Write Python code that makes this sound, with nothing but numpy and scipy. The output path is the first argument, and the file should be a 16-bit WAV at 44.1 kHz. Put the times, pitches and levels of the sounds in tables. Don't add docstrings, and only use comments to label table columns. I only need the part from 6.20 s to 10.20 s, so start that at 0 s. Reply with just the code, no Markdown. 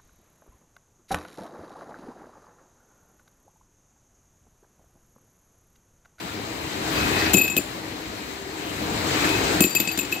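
import sys
import numpy as np
from scipy import signal
from scipy.io import wavfile

SR = 44100
rng = np.random.default_rng(int(sys.argv[2]) if len(sys.argv) > 2 else 0)


def magnitude_from_level(level_db):
    exponent = np.asarray(level_db, float) / 20
    return 10 ** exponent


def wrap_up_sound(samples):
    columns = np.atleast_2d(samples).T
    tamed = np.clip(columns, -1, 1)
    steps = np.round(tamed * 32767).astype(np.int16)
    wavfile.write(sys.argv[1], SR, steps)


N = 176400
LEFT_RIGHT = np.array([[.5], [-.5]])
SWELL_S, CUT_S = 0.0009, 0.00088


def rms_one(x):
    return x / np.sqrt(np.mean(x ** 2) + 1e-20)


def at_hz(points, hz):
    f, value = np.array(points)[:, 0], np.array(points)[:, 1]
    return np.interp(np.log(hz), np.log(f), value)


def drift(rate_hz):
    r = np.exp(-2 * np.pi * rate_hz * 40 / SR)
    slow = signal.lfilter([1], [1, -2 * r, r * r], rng.standard_normal(N // 40 + 2002))[2000:]
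    return np.interp(np.arange(N) / 40, np.arange(len(slow)), rms_one(slow))


def resonate(clicks, hz, t60):
    r = magnitude_from_level(-60 / (t60 * SR))
    w = 2 * np.pi * hz / SR
    return signal.lfilter([0, np.sin(w)], [1, -2 * r * np.cos(w), r * r], clicks + 1e-18)


# f/Hz, left over right level/dB
PORT_BALANCE = [(100, 2), (450, 3.5), (800, 4.5), (2200, 5), (5500, 3.5), (7500, 21), (10000, 33.5),
                (13500, 7)]


def pan_db(hz):
    return at_hz(PORT_BALANCE, hz) * LEFT_RIGHT


# f/Hz, coherence/1
PORT_COHERENCE = [(40, 0.7), (110, 1), (250, 0.88), (500, 0.82), (800, 0), (1300, 0.61), (2200, 0.08),
                  (4000, 0.15)]
# f/Hz, lag/samples
PORT_LAG = [(300, 8), (700, 14), (1200, 22)]


def ports(mid, side, hz):
    alike = np.clip(at_hz(PORT_COHERENCE, hz), 0, 1)
    common = np.sqrt(1 + alike) * mid
    different = np.sqrt(1 - alike) * side
    late = np.roll(common - different, int(at_hz(PORT_LAG, hz)))
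    return magnitude_from_level(pan_db(hz)) * np.array([common + different, late])


def coloured(white, spectrum, patchy_db):
    out, edges = 0, 25 * 2 ** np.arange(0, 9.5, 1 / 3)
    together = drift(3.3)
    for k, (low, high) in enumerate(zip(edges, edges[1:])):
        hz = np.sqrt(low * high)
        if spectrum[0][0] <= hz and low < spectrum[-1][0] * 1.02:
            band = signal.butter(2, [low, high], "band", fs=SR, output="sos")
            mid, side = signal.sosfilt(band, white[k % 2])
            flicker_db = patchy_db * (.5 * together + drift(13.7))
            out = out + magnitude_from_level(at_hz(spectrum, hz) + flicker_db) * ports(mid, side, hz)
    return out / np.sqrt(np.mean(out.mean(0) ** 2))


# f/Hz, spectral level/dB
ROAR = [(29, -16), (50, -10.5), (253, -12.5), (317, -15.5), (420, -13), (512, -15), (1200, -25.5),
        (1560, -45), (2640, -120)]
# f/Hz, spectral level/dB
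HISS = [(710, -4), (1200, -3.5), (2130, -0.5), (3510, -6.5), (3870, -3.5), (6510, -16), (8170, -15.5),
        (9410, -35), (12600, -13), (16000, -16)]


def roar():
    roar_db, hiss_db = 4.5, 4.5
    white = rng.standard_normal((2, 2, N))
    low = magnitude_from_level(roar_db) * coloured(white, ROAR, patchy_db=2.0)
    return low + magnitude_from_level(hiss_db) * coloured(white, HISS, patchy_db=1.2)


# f/Hz, bandwidth/Hz, level/dB over the gain curve
HOUSINGS = [(286.3, 8.3, -8.5), (316.3, 19.7, -0.5), (393, 1.4, -8), (443.4, 22, -11.5), (95, 12, -16.5)]


def hum():
    out = 0
    for hz, width_hz, db in HOUSINGS:
        mid, side = resonate(rng.standard_normal((2, N)), hz, np.log(1000) / np.pi / width_hz)
        out = out + magnitude_from_level(db) * ports(rms_one(mid), rms_one(side), hz)
    return out


# f/Hz, level/dB over the gain curve
MOTORS = [(3750, -11), (3850, -16), (3950, -16), (4050, -14), (4250, -9), (4948, -14)]


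def whine():
    t, waver_db, out = np.arange(N) / SR, 1.0, 0
    for hz, db in MOTORS:
        mid, side = [magnitude_from_level(db + waver_db * drift(1.8)) * np.sin(2 * np.pi * (hz * t + rng.random()))
                     for _ in range(2)]
        out = out + ports(mid, side, hz)
    return out


def hall():
    step_hz, step_db, top_hz = 8600, -5, 15750
    out = roar() + hum() + whine()
    below = signal.sosfiltfilt(signal.butter(14, step_hz, fs=SR, output="sos"), out)
    out = below + magnitude_from_level(step_db) * (out - below)
    return signal.sosfilt(signal.ellip(10, .5, 60, top_hz, fs=SR, output="sos"), out)


# t/s, level/dB
HALL_LEVEL = [(0, -43.5), (.45, -41.5), (.75, -35), (.95, -33.5), (1.13, -34.5), (1.16, -37), (1.32, -44),
              (2.3, -44.5), (2.6, -39), (3.05, -32), (3.4, -32.5), (3.45, -42.5), (4, -44)]


def recorder_gain():
    s, db = np.transpose(HALL_LEVEL)
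    return magnitude_from_level(np.interp(np.arange(N) / SR, s, db))


# start t/s, end t/s, level/dB
STROKES = [
    (0.731, 1.149, -32.5),
    (3.001, 3.192, -31.5),
    (3.157, 3.404, -39.5),
]
# f/Hz, spectral level/dB
SCRAPE = [(600, -20), (1200, 5), (1900, 6), (4000, -5.5), (12000, -39)]
RING_HZ = [2555, 7203, 12530, 13655]
STIR_DB = [2, -15, -18, -30]


def slides():
    grit_per_s, ring_db, edge_s, t60 = 990, -2.5, 0.042, 0.084
    t, stroke, stirred = np.arange(N) / SR, 0, 0
    for start, end, db in STROKES:
        stroke = stroke + magnitude_from_level(db) * np.clip(np.minimum(t - start, end - t) / edge_s, 0, 1)
    stroke = stroke * magnitude_from_level(0.49 * drift(25))
    size = (2, 2, N)
    strength = magnitude_from_level(1.5 * np.minimum(rng.exponential(1, size), 5))
    grit = strength * rng.choice([-1, 1], size) * (rng.random(size) < grit_per_s / SR)
    for hz, stir_db in zip(RING_HZ, STIR_DB):
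        stirred = stirred + magnitude_from_level(stir_db + pan_db(hz)) * rms_one(resonate(grit[0], hz, t60))
    return stroke * (coloured(grit, SCRAPE, patchy_db=5.0) + magnitude_from_level(ring_db) * stirred)


# t/s, level/dB, t60/s
TWISTS = [(0.753, -35, 0.46), (.99, -34, .3), (1.138, -30, .06), (1.191, -36.5, .3), (1.215, -39, 0.39),
          (1.372, -37, 0.17), (3.42, -30.5, .22), (3.465, -36, .4), (3.505, -34, .9), (3.551, -26, 0.21),
          (3.602, -36, 0.12), (3.674, -28, 0.11), (3.717, -38.5, 0.44), (3.938, -43, .2)]


def twists():
    hz, phase_scatter = 4678, .2
    out = np.zeros((2, N + SR))
    waits = np.append(np.diff(np.transpose(TWISTS)[0]), 1)
    for (s, db, t60), until, luck in zip(TWISTS, waits, rng.random((len(TWISTS), 2, 1))):
        t = np.arange(int(min(until, .4) * SR)) / SR
        edges = (1 - np.exp(-t / SWELL_S)) * (1 - np.exp((t - t[-1]) / CUT_S))
        tone = np.sin(2 * np.pi * (hz * t + luck[0] + phase_scatter * luck))
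        i = int(s * SR)
        out[:, i:i + len(t)] += magnitude_from_level(db - 60 * t / t60) * edges * tone
    return out[:, :N] * magnitude_from_level(3.4 * drift(40) + pan_db(hz))


# t/s, low mode level/dB, middle mode level/dB, high modes level/dB, table thump level/dB
DROP = [(1.1338, -21, -20, -17, -17), (1.1434, -0.5, -27.5, -23, -8), (1.1602, -7, -19.5, -24, -18),
        (1.1731, -5, -25, -22, -13.5), (1.1807, 3.5, -20.5, -19, -17), (1.1989, -4, -29, -27, -13),
        (1.2115, 0.5, -28, -24, -40), (1.232, -4.5, -30, -24, -27), (1.2582, -8.5, -35, -35, -36),
        (1.277, -5.5, -44, -35, -39), (1.2985, -6.5, -30.5, -31, -24), (1.3295, -13, -41, -44, -28)]
SETTLE = [(1.3658, -13, -32, -21, -12.5), (1.3737, -2, -23, -20, -21.5), (1.3864, -27.5, -33, -40, -15),
          (3.4062, 1, -30, -18.5, -5), (3.4189, -2, -20.5, -16.5, -13), (3.4417, -3, -22, -18.5, -10),
          (3.4636, -21, -26.5, -32, -17.5), (3.496, -18, -30, -34, -39), (3.5493, -7, -19, -17.5, -20.5),
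          (3.5557, 0.5, -22, -22, -46), (3.5744, -14, -31, -31, -45), (3.5991, -6, -35, -21, -15.5),
          (3.6082, -7.5, -31, -26, -21.5), (3.6232, -20, -41, -33, -24), (3.647, -13, -45, -37, -50)]
ROCK = [(3.673, -9.5, -28.5, -40, -21.5), (3.6844, -5.5, -35, -33, -33), (3.7163, -14, -34, -34, -51),
        (3.723, -36, -37.5, -33, -55), (3.7764, -20, -29, -27, -19.5), (3.787, -4.5, -22.5, -28, -23.5),
        (3.7982, -18, -27, -34, -44), (3.8151, -14.5, -39, -37, -30), (3.8286, -19, -35, -39, -26),
        (3.9154, -17, -43, -35.5, -41), (3.924, -2, -37, -30, -25), (3.9344, -14, -34, -34, -37),
        (3.9453, -22, -50, -36, -47), (3.9612, -14, -43, -43, -28)]


def touches():
    groups = ((DROP, 1.5), (SETTLE, 1.3), (ROCK, 1))
    return np.array(sorted(tuple(row) + (free,) for rows, free in groups for row in rows))


# split f/Hz, level/dB against its column, t60/s, partner level/dB
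MODE_PAIRS = [(42.8, -17.5, 0.18, -4), (49, -2.5, 0.21, -4), (60.6, -7.5, 0.2, -4), (28, -0.5, 0.093, -4)]
MODE_COLUMN = [1, 2, 3, 3]


def clinks(rows):
    grip = 1.004
    wander, low_scatter, beat_spread = .1, .12, 0.83
    out, chance = np.zeros((2, N + SR)), rng.random((len(rows), 4, 3))
    for row, until, luck in zip(rows, np.append(np.diff(rows[:, 0]), 1), chance):
        t = np.arange(int((min(until, .4) + 6 * CUT_S) * SR)) / SR
        shape = (1 - np.exp(-t / SWELL_S)) * np.exp(-np.maximum(t - until, 0) / CUT_S)
        i = int(row[0] * SR)
        for hz, (split_hz, db, t60, partner_db), column, u in zip(RING_HZ, MODE_PAIRS, MODE_COLUMN, luck):
            scatter = low_scatter if column == 1 else 1
            left = wander * u[0]
            phase = np.array([[left], [left + (u[1] - .5) * scatter]])
            turns = hz * (grip if i > 2 * SR else 1) * (t + i / SR) + phase
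            partner_turns = turns + split_hz * t + beat_spread * (u[2] - .5)
            pair = np.sin(2 * np.pi * turns) + magnitude_from_level(partner_db) * np.sin(2 * np.pi * partner_turns)
            decay_db = -60 * t / (t60 * row[5])
            out[:, i:i + len(t)] += magnitude_from_level(row[column] + db + decay_db + pan_db(hz)) * shape * pair
    return out[:, :N] * magnitude_from_level(1.2 * drift(70))


# f/Hz, level/dB, t60/s
TABLE_MODES = [(196, 1, 0.075), (287, 1.5, 0.072), (360, 0.5, 0.072), (495, -8.5, 0.069), (669, -4, 0.018)]


def thumps(rows):
    thump_db, table_pan_db = -8, 3.5
    at, out = (rows[:, 0] * SR).astype(int), 0
    for k, (hz, db, t60) in enumerate(TABLE_MODES):
        pushes = np.zeros(N)
        pushes[at] = magnitude_from_level(rows[:, 4] + db + thump_db + rng.normal(0, 2, len(at)))
        out = out + (-1) ** k * magnitude_from_level(table_pan_db * LEFT_RIGHT) * resonate(pushes, hz, t60)
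    return out


# t/s, peak level/dB
HARD_TOUCHES = [(1.1341, -17), (1.141, -15.5), (1.1736, -23), (1.251, -32), (1.2795, -26), (1.3662, -17.5),
                (3.091, -22), (3.406, -13), (3.4398, -19), (3.5514, -19), (3.601, -18), (3.6045, -31),
                (3.6753, -25), (3.714, -29), (3.775, -23), (3.79, -25), (3.85, -34), (3.918, -29),
                (3.9237, -24.5), (3.9425, -31)]
# f/Hz, spectral level/dB
CRACK_SPECTRUM = [(500, -16), (3000, 3.5), (6000, -4.5), (8500, -6), (11500, -17), (13500, -2), (16000, -4)]


def cracks():
    crack_db, crack_s, tail_db, tail_s = -1, 0.004, -20, 0.084
    dull_share, bright_hz = 0.64, 6200
    s, peak_db = np.transpose(HARD_TOUCHES)
    hits, fade = np.zeros(N), 0
    hits[(s * SR).astype(int)] = magnitude_from_level(peak_db + crack_db)
    for gain, decay_s in ((1, crack_s), (magnitude_from_level(tail_db), tail_s)):
        fade = fade + gain * signal.lfilter([1], [1, -np.exp(-1 / (decay_s * SR))], hits)
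    noise = coloured(rng.standard_normal((2, 2, N)), CRACK_SPECTRUM, patchy_db=1.5)
    dull = signal.sosfiltfilt(signal.butter(3, bright_hz, fs=SR, output="sos"), noise)
    latest = np.clip(np.searchsorted(s, np.arange(N) / SR, "right") - 1, 0, None)
    return fade * (dull + magnitude_from_level(dull_share * (peak_db[latest] + 12)) * (noise - dull))


def scene():
    rows = touches()
    far = recorder_gain() * hall()
    return far + slides() + twists() + clinks(rows) + thumps(rows) + cracks()


def top_cut(x):
    return signal.sosfilt(signal.butter(12, 16520, fs=SR, output="sos"), x)


def record(dry):
    low_hz, cutoff_hz = 55, 16900
    dry = signal.sosfilt(signal.butter(4, low_hz, "high", fs=SR, output="sos"), dry)
    dry = np.clip(dry, -.93, .93)
    mix = signal.sosfilt(signal.cheby2(12, 70, cutoff_hz, fs=SR, output="sos"), dry)
    return top_cut(mix)


dry = scene()
out = record(dry)
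wrap_up_sound(out)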